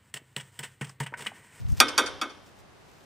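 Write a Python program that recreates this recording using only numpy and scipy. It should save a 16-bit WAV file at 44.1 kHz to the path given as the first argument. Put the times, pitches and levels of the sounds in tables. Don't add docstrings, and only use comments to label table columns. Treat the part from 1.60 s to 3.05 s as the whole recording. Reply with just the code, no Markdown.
import sys
import numpy as np
from scipy import signal
from scipy.fft import rfft, irfft, next_fast_len
from scipy.io import wavfile
from scipy.ndimage import uniform_filter1d

SR = 44100
rng = np.random.default_rng(int(sys.argv[2]) if len(sys.argv) > 2 else 0)


def unload_wav(signal):
    wavfile.write(
        sys.argv[1],
        SR,
        np.round(np.clip(np.atleast_2d(signal).T, -1, 1) * 32767).astype(np.int16),
    )


N = 63945


def undb(db):
    return 10 ** (np.asarray(db) / 20)


def unit(x):
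    return x / np.sqrt(np.mean(x ** 2))


def at(points, hz):
    f, values = np.array(points, float).T
    return np.interp(np.log(np.maximum(hz, 1)), np.log(f), values)


def bell(f, hz, octaves):
    return np.exp(-.5 * (np.log2((f + 1) / hz) / octaves) ** 2)


def shape(x, gain):
    size = next_fast_len(N + 4096)
    f = np.arange(size // 2 + 1) * SR / size
    return irfft(rfft(x, size) * gain(f), size)[:N]


def colour(x, points):
    return shape(x, lambda f: undb(at(points, f)))


def noise(points):
    return unit(colour(rng.standard_normal(N), points))


def curve(points):
    return undb(np.interp(np.arange(N) / SR, *np.array(points, float).T))


def strike(start, rise, t60):
    age = np.maximum(np.arange(N) / SR - start, 0)
    return (1 - np.exp(-age / max(rise, 1e-5))) * np.exp(-np.log(1000) * age / t60)


def fade(x, start, rise, t60s):
    centres, out = np.geomspace(200, 14000, num=9), 0
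    for hz, share in zip(centres, np.eye(len(centres))):
        band = shape(x, lambda f: at(list(zip(centres, share)), f))
        out = out + band * strike(start, rise(hz), at(t60s, hz))
    return out


def stereo(mid, side):
    return np.array([mid + side, mid - side])


def outdoor_air():
    # (frequency [Hz], relative density [dB])
    spectrum = [(20, -24), (45, -11), (80, -4.5), (180, -6), (450, -8.5), (800, -10), (2000, -17),
                (5300, -26), (9000, -32), (12000, -37.5), (15000, -46)]
    return undb(-56.5) * stereo(noise(spectrum), .8 * noise(spectrum))


def wind():
    # (time [s], level [dB])
    envelope = [(0, -33.5), (.07, -28.5), (.095, -27), (.135, -18.5), (.16, -44), (.185, -29),
                (.215, -44.5), (.4, -53), (.5, -48), (.58, -48.5), (.63, -66), (.92, -71.5), (1, -56),
                (1.07, -67.5), (1.45, -88)]
    # (frequency [Hz], relative density [dB])
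    buffet_spectrum = [(20, -22), (60, 3), (130, 0), (190, -10.5), (270, -20.5), (400, -47), (1000, -64)]
    # (frequency [Hz], relative density [dB])
    shared_spectrum = [(20, -26), (55, -9.5), (110, 3.5), (170, -10), (260, -17), (400, -40.5), (1000, -59)]
    buffets = noise(buffet_spectrum) * np.array([[1], [-.73]])
    return curve(envelope) * (buffets + .2 * noise(shared_spectrum))


def scrape(grain_db=3):
    # (time [s], level [dB])
    envelope = [(0, -56), (.055, -67), (.09, -55.5), (.16, -58.5), (.172, -49), (.2, -48), (.23, -70.5),
                (.82, -76), (.875, -59.5), (.94, -76), (1.0, -60.5), (1.04, -87.5), (1.2, -74), (1.3, -66),
                (1.45, -67.5)]
    # (frequency [Hz], relative density [dB])
    spectrum = [(300, -6), (1200, 3.5), (3500, -1), (5200, 1.5), (8500, -2), (11000, -10.5), (15000, -5)]
    grain = unit(uniform_filter1d(rng.standard_normal(N), size=130))
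    return noise(spectrum) * curve(envelope) * unit(undb(grain_db * grain))


def ticks():
    # (time [s], level [dB], centre frequency [Hz])
    impacts = [(0.0648, -50.5, 2820), (0.101, -49, 5560), (0.119, -45, 7300), (0.169, -45, 5000),
               (.181, -45, 2700), (0.842, -65, 5480), (0.865, -55.5, 4000), (1.003, -56.5, 5450),
               (1.406, -63.5, 2800)]
    out = 0
    for start, db, hz in impacts:
        band = shape(rng.standard_normal(N), lambda f: bell(f, hz, octaves=.7))
        out = out + undb(db) * unit(band) * strike(start, rise=.0004, t60=.025)
    return out


def crack(start, rise):
    # (frequency [Hz], relative density [dB])
    spectrum = [(300, -25.5), (1200, -3.5), (1900, -5), (2500, 4), (3200, -4), (4000, -4.5), (4700, 4.5),
                (5600, -4.5), (7000, -6.5), (10500, -9), (15000, -19)]
    return noise(spectrum) * strike(start, rise, t60=.019)


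def build_up(hz):
    return .0072 * (1000 / hz)


def clack(start, rise, tone, decay_scale):
    # (frequency [Hz], relative density [dB])
    spectrum = [(140, -37.5), (260, 4), (520, -5), (700, 0), (1000, 3), (1300, 12), (2000, -5.5),
                (2480, 6.5), (2850, -13), (3450, 9.5), (4150, -23.5), (4650, -2.5), (6400, -6),
                (7900, -15.5), (8800, -15), (9900, -15), (11000, -15.5), (15000, -29.5)]
    # (frequency [Hz], T60 [s])
    decay = [(250, 0.18), (1200, 0.098), (3000, 0.097), (5000, 0.031), (9000, 0.098), (14000, 0.069)]
    t60s = [(hz, decay_scale * t60) for hz, t60 in decay]
    return fade(shape(noise(spectrum), tone), start, lambda hz: rise + build_up(hz), t60s)


def ring(start, rise, tone):
    # (frequency [Hz], relative level [dB], T60 [s])
    modes = [(240, -15, .13), (292, -27.5, .5), (520.7, -27.5, .4), (952, -21.5, 0.18), (1236.4, -6, 0.14),
             (1271.4, -15.5, 0.26), (1392.4, -14.5, 0.16), (1522, -17.5, 0.33), (1542, -9.5, 0.15),
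             (1943, -18, 0.16), (2181, -25, 0.53), (2425, -19, 0.17), (2560, -18, .13), (3118, -25.5, 0.51),
             (3444, -19, 0.24), (3570, -20.5, .3), (3667, -20.5, 0.17), (3846, -21.5, .18),
             (4487, -23, 0.12), (4598.4, -8, 0.065), (4603, -15.5, 0.12), (5730, -14.5, 0.071),
             (5640, -14, 0.098), (6710, -13.5, 0.061), (8660, -16, .085), (9233, -19.5, 0.096)]
    t = np.arange(N) / SR
    phases = rng.uniform(0, 2 * np.pi, len(modes))
    out = 0
    for (hz, db, t60), phase in zip(modes, phases):
        envelope = strike(start, rise + build_up(hz), t60)
        out = out + undb(db) * tone(hz) * np.sin(2 * np.pi * hz * t + phase) * envelope
    return out


def ports(x):
    # (frequency [Hz], level difference [dB])
    level_gap = [(200, -0.6), (1200, 2), (2400, -3.6), (4300, -2), (8500, 0), (14000, -2.5)]
    # (frequency [Hz], phase lead [rad])
    phase_lead = [(200, 0), (1200, -0.11), (2500, 0.27), (4500, -0.24), (8500, 0.82), (14000, .5)]
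    half_log_ratio = lambda f: at(level_gap, f) * np.log(10) / 40 + .5j * at(phase_lead, f)
    left = shape(x, lambda f: np.exp(half_log_ratio(f)))
    right = shape(x, lambda f: np.exp(-half_log_ratio(f)))
    return np.array([left, right])


def yard_tail(start, rise=.06):
    # (frequency [Hz], relative density [dB])
    spectrum = [(140, -15.5), (280, 5), (500, 2), (680, -3), (1300, 2.5), (2300, -8), (2850, -9.5),
                (3400, -1.5), (4100, -11.5), (5600, -7.5), (7500, -23.5), (9000, -18), (14000, -35.5)]
    # (frequency [Hz], T60 [s])
    decay = [(250, 0.48), (700, 0.88), (1400, .55), (3400, 0.75), (6000, .55), (14000, .4)]
    mid, side = (fade(noise(spectrum), start, lambda hz: rise, decay) for _ in range(2))
    return stereo(mid, .26 * side)


def house_echo(x, delay_s=.0795):
    # (frequency [Hz], gain [dB])
    reflection = [(200, -3), (1200, 1.5), (3000, 1.5), (5000, 2), (9000, 1.5), (14000, -9)]
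    scatter = rng.standard_normal(N) * strike(delay_s, rise=.003, t60=.045)
    return colour(signal.fftconvolve(x, scatter / np.linalg.norm(scatter))[:N], reflection)


def knock(start, db, rise, bass_db, treble_db, ring_db, echo_db, crack_db, spot_hz, spot_db, decay_scale):
    def tone(f, bass_hz=600, treble_hz=4140):
        bass = bass_db / (1 + (f / bass_hz) ** 2)
        treble = treble_db / (1 + (treble_hz / (f + 1)) ** 4)
        return undb(bass + treble + spot_db * bell(f, spot_hz, octaves=.2))

    direct = undb(crack_db) * crack(start, rise)
    direct += clack(start, rise, tone, decay_scale)
    direct += undb(ring_db) * ring(start, rise, tone)
    echo = stereo(house_echo(direct), .64 * house_echo(direct))
    tail = undb(ring_db - 18) * yard_tail(start)
    return undb(db) * (ports(direct) + undb(echo_db) * echo + tail)


def scene():
    # (time [s], level [dB], rise [s], bass [dB], treble [dB], ring and tail [dB],
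    # echo [dB], crack [dB], favoured resonance [Hz], its lift [dB], clack decay scale [ratio])
    knocks = [(0.2018, -6, .0003, 4.5, 1.5, -2.5, -24.5, 6, 4800, 0, .85),
              (0.3777, -11.5, .0006, -0.5, 2, 1, -20, -2, 462, 10, 1.19),
              (0.6134, -21.5, 0.0012, 7.5, -4.5, -1, -23.5, -4, 5600, 3.5, 1.285)]
    return outdoor_air() + wind() + scrape() + sum(knock(*row) for row in knocks) + ticks()


def record(dry, knee=4, cutoff_hz=15200):
    clipped = dry / (1 + np.abs(dry) ** (2 * knee)) ** (.5 / knee)
    lowpass = signal.ellip(8, .2, 70, cutoff_hz, fs=SR, output="sos")
    return signal.sosfilt(lowpass, clipped)


dry = scene()
out = record(dry)
unload_wav(out)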